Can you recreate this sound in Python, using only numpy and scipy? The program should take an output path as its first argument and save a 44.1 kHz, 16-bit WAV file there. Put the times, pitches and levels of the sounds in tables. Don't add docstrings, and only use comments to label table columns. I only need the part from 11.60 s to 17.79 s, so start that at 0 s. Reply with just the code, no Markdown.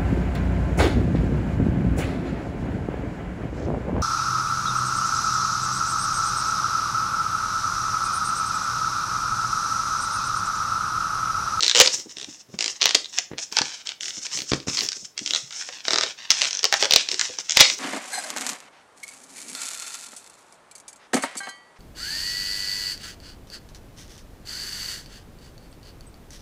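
import sys
import numpy as np
from scipy import signal
from scipy.fft import rfft, irfft
from scipy.io import wavfile
from scipy.ndimage import uniform_filter1d

SR = 44100
rng = np.random.default_rng(int(sys.argv[2]) if len(sys.argv) > 2 else 0)


def store_wav(level_fs):
    pcm = np.round(np.clip(np.atleast_2d(level_fs), -1, 1) * 32767)
    wavfile.write(sys.argv[1], SR, pcm.T.astype(np.int16))


N = 272957

# (pitch [Hz], decay to -60 dB [s], level [dB])
AIR_MODES = [(142, 0.11, -5), (520, 0.28, -10), (757, 0.025, -5)]
# (frequency [Hz], level [dB])
HISS_EQ = [(150, -22.5), (1500, -27.5), (4800, -6), (5200, 6.5), (6800, 2), (8500, -11), (10500, -28.5),
           (16000, -45.5)]
# (frequency [Hz], level [dB])
CRACKLE_EQ = [(60, -20.5), (500, -8), (1500, 2.5), (3500, 7), (6000, 2.5), (8500, -21), (11000, -38),
              (16000, -38.5)]
# (frequency [Hz], level [dB])
PUSH_EQ = [(300, 2), (850, -4), (2000, -4.5), (5000, -17.5), (10000, -46.5)]
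# (frequency [Hz], level [dB])
SKIN_EQ = [(200, -53), (1000, -23.5), (2000, -3), (3000, 0.5), (5500, 3.5), (7000, -4), (8500, -14),
           (10500, -34.5), (16000, -54.5)]
# (start [s], length [s], hiss level [dB], crackle against hiss [dB])
FINGER_SLIDES = [(0.018, 0.23, -29, 0), (0.137, 0.26, -26.5, -12), (0.475, .32, -43, -7.5),
                 (0.88, 0.14, -50, -4), (0.98, 0.16, -39, -5), (1.217, 0.28, -41.5, -24),
                 (1.523, 0.049, -35.5, -5), (1.782, 0.056, -35.5, -9), (1.912, 0.3, -41.5, 0),
                 (2.251, 0.039, -42.5, 4.5), (2.4, 0.23, -35.5, -10), (2.644, 0.089, -33, -4),
                 (2.737, 0.24, -34, -13), (3.066, 0.28, -33, -7), (3.343, 0.11, -42, -25),
                 (3.59, 0.19, -34.5, -14), (3.71, 0.27, -38, -9.5), (3.91, .17, -33.5, -5.5),
                 (4.118, .1, -51, 4.5), (4.233, 0.28, -35.5, 3.5), (4.57, 0.27, -53, 11.5),
                 (4.7, 0.3, -37, 0), (5.109, 0.37, -34, 0), (5.478, 0.29, -33, -3), (5.785, 0.1, -40.5, -9),
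                 (5.91, 0.098, -30, -4), (6.0, 0.27, -33.5, -10)]
# (time [s], level [dB], pitch [Hz])
FINGER_KNOCKS = [(0.399, -46.5, 328), (0.467, -37, 327), (0.576, -41.5, 226), (0.63, -35.5, 396),
                 (0.686, -35, 245), (0.895, -41, 270), (0.941, -27, 204), (1.715, -24.5, 315),
                 (1.734, -25.5, 303), (2.012, -23, 268), (2.58, -39, 243), (2.755, -40.5, 129),
                 (2.82, -42, 169), (2.919, -12.5, 295), (2.934, -12, 302), (2.949, -20.5, 212),
                 (3.072, -24, 282), (3.083, -17.5, 232), (3.371, -43, 304), (3.425, -42, 198),
                 (3.618, -35.5, 225), (3.834, -49, 166), (5.538, -34, 420), (5.7, -33.5, 452)]
# (start [s], slips [count], slip rate [1/s], level [dB], skin pitch [Hz], boost at that pitch [dB],
#  bubble pitch [Hz], push on the bubble against the skin's flick [dB])
TWIST_CREAKS = [(0.0075, 4, 53, -17, 4440, 8, 395, -17.5), (0.0808, 3, 62, -14, 3720, 9, 1660, -15.5),
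                (0.1496, 6, 123, -12, 2840, 2.5, 516, -9.5), (0.2606, 2, 60, -14.5, 4800, 4.5, 463, -12.5),
                (0.5696, 6, 65.5, -31, 4500, -8, 360, -15), (0.9898, 6, 56, -19, 5500, 0, 390, -15),
                (1.2146, 3, 76, -16.5, 3700, 6, 470, -15.5), (1.2925, 2, 60, -18.5, 3700, -3.5, 467, -12),
                (1.4453, 2, 77, -28, 3760, 13, 655, -26), (1.5865, 1, 86, -13, 6540, 11, 686, -16),
                (1.7829, 2, 157, -26.5, 2600, 10, 700, -8), (1.969, 2, 54.4, -12.5, 4850, 8, 903, -6.5),
                (2.272, 2, 49, -24, 2900, 5, 387, -22.5), (2.4087, 5, 41.4, -27.5, 3050, 2, 387, -27),
                (2.774, 4, 67, -26, 4970, -3, 370, -14.5), (2.9181, 2, 61, -20, 6950, -8, 260, -11.5),
                (3.1721, 3, 55, -19, 4480, 10.5, 2090, -24), (3.234, 3, 66, -28, 6040, 8, 1710, -20),
                (3.319, 2, 90, -25.5, 6350, 5, 1560, -10.5), (3.5783, 2, 71, -22.5, 2890, -2, 342, -22),
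                (3.6618, 2, 68, -22, 2970, 7.5, 342, -21.5), (3.7359, 3, 78, -17, 3800, 6, 644, -14.5),
                (3.908, 2, 57, -34.5, 2970, 2, 1390, -5.5), (4.013, 2, 88, -30, 6000, 9, 1500, -4.5),
                (4.089, 1, 60, -32, 2700, 0, 520, 1.5), (4.2825, 7, 39, -16, 3850, 7, 402, -5),
                (4.7051, 3, 168, -13, 6060, 2.5, 1290, -13.5), (4.8119, 7, 143, -20.5, 4000, 2, 634, -12),
                (4.9091, 5, 49, -22, 6030, 13.5, 473, -20.5), (5.0429, 2, 88, -12.5, 6500, 2.5, 478, -12),
                (5.1262, 2, 64, -14, 5470, 3.5, 819, 0.5), (5.2262, 4, 102, -18, 5470, -0.5, 596, -4),
                (5.3098, 2, 80, -11, 4130, 6, 475, -16.5), (5.4884, 3, 34.7, -18.5, 3730, 3, 392, -16),
                (5.595, 2, 56, -16.5, 7160, 6.5, 1533, -6.5), (5.7871, 1, 60, -20.5, 5800, 15, 522, -10),
                (5.8961, 3, 77, -19, 6700, 9.5, 2160, -31), (5.9992, 4, 218, -7, 3650, 5, 568, -15.5)]
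# (time [s], level [dB])
HARD_SNAPS = [(0.0328, -12.5), (0.2008, 0), (0.208, -5.5), (0.2126, -4), (0.2169, -7), (0.2743, -11.5),
              (1.22, -13), (1.2569, -7.5), (1.3475, -12), (1.351, -7), (1.9254, -27), (2.0174, -16.5),
              (2.6667, -28), (3.002, -34), (3.2886, -18), (3.448, -37), (3.7083, -17.5), (4.3426, -19),
              (4.3771, -21), (4.4642, -28.5), (4.7051, -11.5), (4.8179, -12.5), (5.0308, -21.5),
              (5.2262, -16.5), (5.3366, -5), (5.361, -1), (5.9717, -3.5), (6.007, 8), (6.1002, -16.5)]

LEAD_S = 0.004


def undb(db):
    return 10 ** (np.asarray(db) / 20)


def unit(x):
    return x / np.sqrt(np.mean(x ** 2))


def add(out, s, x):
    i = int(np.clip(s * SR, 0, N - 1))
    out[i:i + len(x)] += x[:N - i]


def response(eq, hz=4000, boost_db=0, cut_db=0, width_oct=1, size=512):
    log_hz = np.log2(np.maximum(np.arange(size // 2 + 1) * SR / size, 20))
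    eq_hz, eq_db = np.transpose(eq)
    octaves = log_hz - np.log2(hz)
    db = np.interp(log_hz, np.log2(eq_hz), eq_db)
    db += boost_db * np.exp(-(octaves / width_oct) ** 2)
    db += cut_db * np.clip(octaves, -2.5, 0)
    cepstrum = irfft(np.log(undb(db)))
    cepstrum[1:size // 2] *= 2
    cepstrum[size // 2 + 1:] = 0
    impulse = irfft(np.exp(rfft(cepstrum)))
    return impulse / np.linalg.norm(impulse)


def through(x, impulse):
    return signal.fftconvolve(x, impulse)[:len(x)]


def drift(rate_hz):
    hold = max(int(SR / rate_hz), 2)
    steps = np.repeat(rng.standard_normal(N // hold + 1), hold)
    return unit(uniform_filter1d(steps, hold)[:N])


def room_tone():
    return through(rng.standard_normal(N), response([(60, -3.5), (400, -3.5), (16000, -23.0)]))


def room_reverb(x, wet_db=-11, t60=0.26, predelay_s=0.006):
    t = np.arange(SR // 2) / SR
    fade_in = np.clip((t - predelay_s) / 0.0023, 0, 1)
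    tail = rng.standard_normal(len(t)) * fade_in * undb(-60 * t / t60)
    return through(x, undb(wet_db) * tail / np.linalg.norm(tail))


def air_ring(x, ring_db=-47):
    t = np.arange(SR // 2) / SR
    ring = sum(undb(db - 60 * t / t60) * np.sin(2 * np.pi * hz * t) for hz, t60, db in AIR_MODES)
    return through(x, undb(ring_db) * ring)


def micro_slips(per_s, uneven_db):
    size = undb(uneven_db * np.minimum(rng.exponential(size=N), 3))
    return unit((rng.random(N) < per_s / SR) * size * rng.choice([-1, 1], N))


def stutter(per_s, uneven_db):
    count = np.floor(np.cumsum(per_s * np.exp(0.5 * drift(25))) / SR)
    size = undb(uneven_db * np.clip(rng.standard_normal(N), -2, 2))
    return unit(np.diff(count, prepend=0) * size)


def bubble_echo(x, lap_s=0.001138, echo_gain=0.5):
    lag = lap_s * SR * np.exp(0.21 * drift(4))
    return unit(x + echo_gain * np.interp(np.arange(N) - lag, np.arange(N), x))


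def friction_envelopes(releases, attack_s=0.016, sag_db_per_s=27, lift_s=0.025,
                       spray_db=-19.5, spray_rise_s=0.007, spray_fall_s=0.02):
    hiss, crackle = np.zeros(N), np.zeros(N)
    t = np.arange(SR * 3 // 4) / SR
    for s, length, db, crackle_db in FINGER_SLIDES:
        shape = np.minimum(t / attack_s, 1) * np.exp(-np.maximum(t - length, 0) / lift_s)
        power = (shape * undb(db - sag_db_per_s * t)) ** 2
        add(hiss, s, power)
        add(crackle, s, power * undb(crackle_db) ** 2)
    early_s = 10 * LEAD_S
    spray = np.exp(-2 * np.abs(t - early_s) / np.where(t < early_s, spray_rise_s, spray_fall_s))
    for s, db, _ in releases:
        add(crackle, s - early_s, spray * undb(db + spray_db) ** 2)
    return np.sqrt(hiss), np.sqrt(crackle)


def rubbing(releases):
    slide, grip = friction_envelopes(releases)
    pressure = undb(5.0 * drift(45))
    hiss = through(micro_slips(per_s=11000, uneven_db=7.5), response(HISS_EQ))
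    ticks = stutter(per_s=90, uneven_db=5)
    grains = micro_slips(per_s=4000, uneven_db=5)
    crackle = undb(-2.5) * ticks + undb(-3.0) * grains
    crackle = bubble_echo(through(crackle, response(CRACKLE_EQ)))
    scuffs = through(rng.standard_normal(N), response([(70, -11.5), (330, 1.5), (1400, -20.5)]))
    scuffs *= undb(8.3 * drift(20))
    return pressure * ((hiss + undb(-27.5) * scuffs) * slide + crackle * grip)


def thump(hz, cycles, t):
    swing = np.cos(2 * np.pi * hz * t) * np.exp(-t * hz / cycles)
    rounded = through(swing, np.exp(-t * 2 * np.pi * hz))
    return rounded / np.abs(rounded).max()


def knocks(blow_cycles=0.34, tap_db=-13, brush_cycles=0.8, drag_s=0.007, brush_db=-29):
    out, t = np.zeros(N), np.arange(SR // 10) / SR
    for s, db, hz in FINGER_KNOCKS:
        grain, grit = rng.standard_normal((2, len(t)))
        tap = through(grit, response(PUSH_EQ)) * np.exp(-t / 0.0073)
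        blow = thump(hz, blow_cycles, t) + undb(tap_db) * tap
        drag = grain * np.exp(-((t - 2 * drag_s) / drag_s) ** 2 / 2)
        brush = through(drag / np.linalg.norm(drag), thump(hz, brush_cycles, t))
        softness = np.clip(0.5 + (brush_db - db) / 10, 0, 1)
        add(out, s, undb(db + 2.5) * np.sqrt(1 - softness) * blow)
        add(out, s - 2 * drag_s, undb(db + 4.5) * np.sqrt(softness) * brush)
    return out


def bubble_ring(hz, ring_db=-9, t60=0.068):
    t = np.arange(SR // 5) / SR
    return undb(ring_db - 60 * t / t60) * np.sin(2 * np.pi * hz * t)


def stick_slip_cues(gap_scatter=0.043, scatter_db=1.15):
    releases = []
    starts, counts, rates, levels = np.array(TWIST_CREAKS)[:, :4].T
    for twist, (start, count, rate, db) in enumerate(zip(starts, counts, rates, levels)):
        gap_jitter, level_jitter = rng.standard_normal((2, 16))
        gaps = (1 + gap_scatter * gap_jitter) / rate
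        for i in range(int(count)):
            releases.append((start + gaps[:i].sum(), db + scatter_db * level_jitter[i], twist))
    middles = starts + counts / rates / 2
    return releases + [(s, db, np.argmin(np.abs(middles - s))) for s, db in HARD_SNAPS]


def slip(tone, noise, creep_s, ring_s, ragged, echo_db, echo_s=0.0048):
    t = np.arange(len(noise)) / SR - LEAD_S
    cluster = noise * np.exp(-np.abs(t) / np.where(t < 0, creep_s, ring_s))
    force = ragged * cluster / np.linalg.norm(cluster)
    force[int(LEAD_S * SR)] += 1
    direct = through(force, tone)
    echoes = through(noise * (t > LEAD_S) * np.exp(-t / echo_s), tone)
    snap = direct / np.linalg.norm(direct) + undb(echo_db) * echoes / np.linalg.norm(echoes)
    return snap * np.sqrt(LEAD_S * SR)


def creaks_and_snaps(releases, alike=0.46):
    out = np.zeros(N)
    for twist, (*_, skin_hz, boost_db, bubble_hz, push_db) in enumerate(TWIST_CREAKS):
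        shared, *paths = rng.standard_normal((16, 2, SR // 20))
        skin = response(SKIN_EQ, skin_hz, boost_db, width_oct=0.23)
        bubble = response(PUSH_EQ, bubble_hz, boost_db=7.5, cut_db=14.5, width_oct=0.1)
        ragged = 1.51 * undb(-0.55 * boost_db)
        cues = [(s, db) for s, db, owner in releases if owner == twist]
        for (s, db), own in zip(cues, paths):
            skin_noise, push_noise = np.sqrt(alike) * shared + np.sqrt(1 - alike) * own
            flick = slip(skin, skin_noise, creep_s=0.0006, ring_s=0.0014, ragged=ragged, echo_db=-15.5)
            shove = slip(bubble, push_noise, creep_s=0.00035, ring_s=0.0039, ragged=0.92, echo_db=-14.5)
            add(out, s - LEAD_S, undb(db) * (flick + undb(push_db) * shove))
            add(out, s, undb(db + push_db) * bubble_ring(bubble_hz))
    return out


def scene():
    releases = stick_slip_cues()
    balloon = creaks_and_snaps(releases) + knocks() + rubbing(releases)
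    balloon += air_ring(balloon)
    return (undb(-60.5) * room_tone() + room_reverb(balloon) + balloon)[None]


def record(dry, low_cut_hz=85, bend=0.017, high_cut_hz=15800):
    thinned = signal.sosfilt(signal.butter(2, low_cut_hz, "high", fs=SR, output="sos"), dry)
    bent = thinned + bend * np.minimum(thinned ** 2, 10)
    clipped = np.clip(bent, -1, 1)
    return signal.sosfilt(signal.ellip(8, 0.2, 70, high_cut_hz, fs=SR, output="sos"), clipped)


dry = scene()
out = record(dry)
store_wav(out)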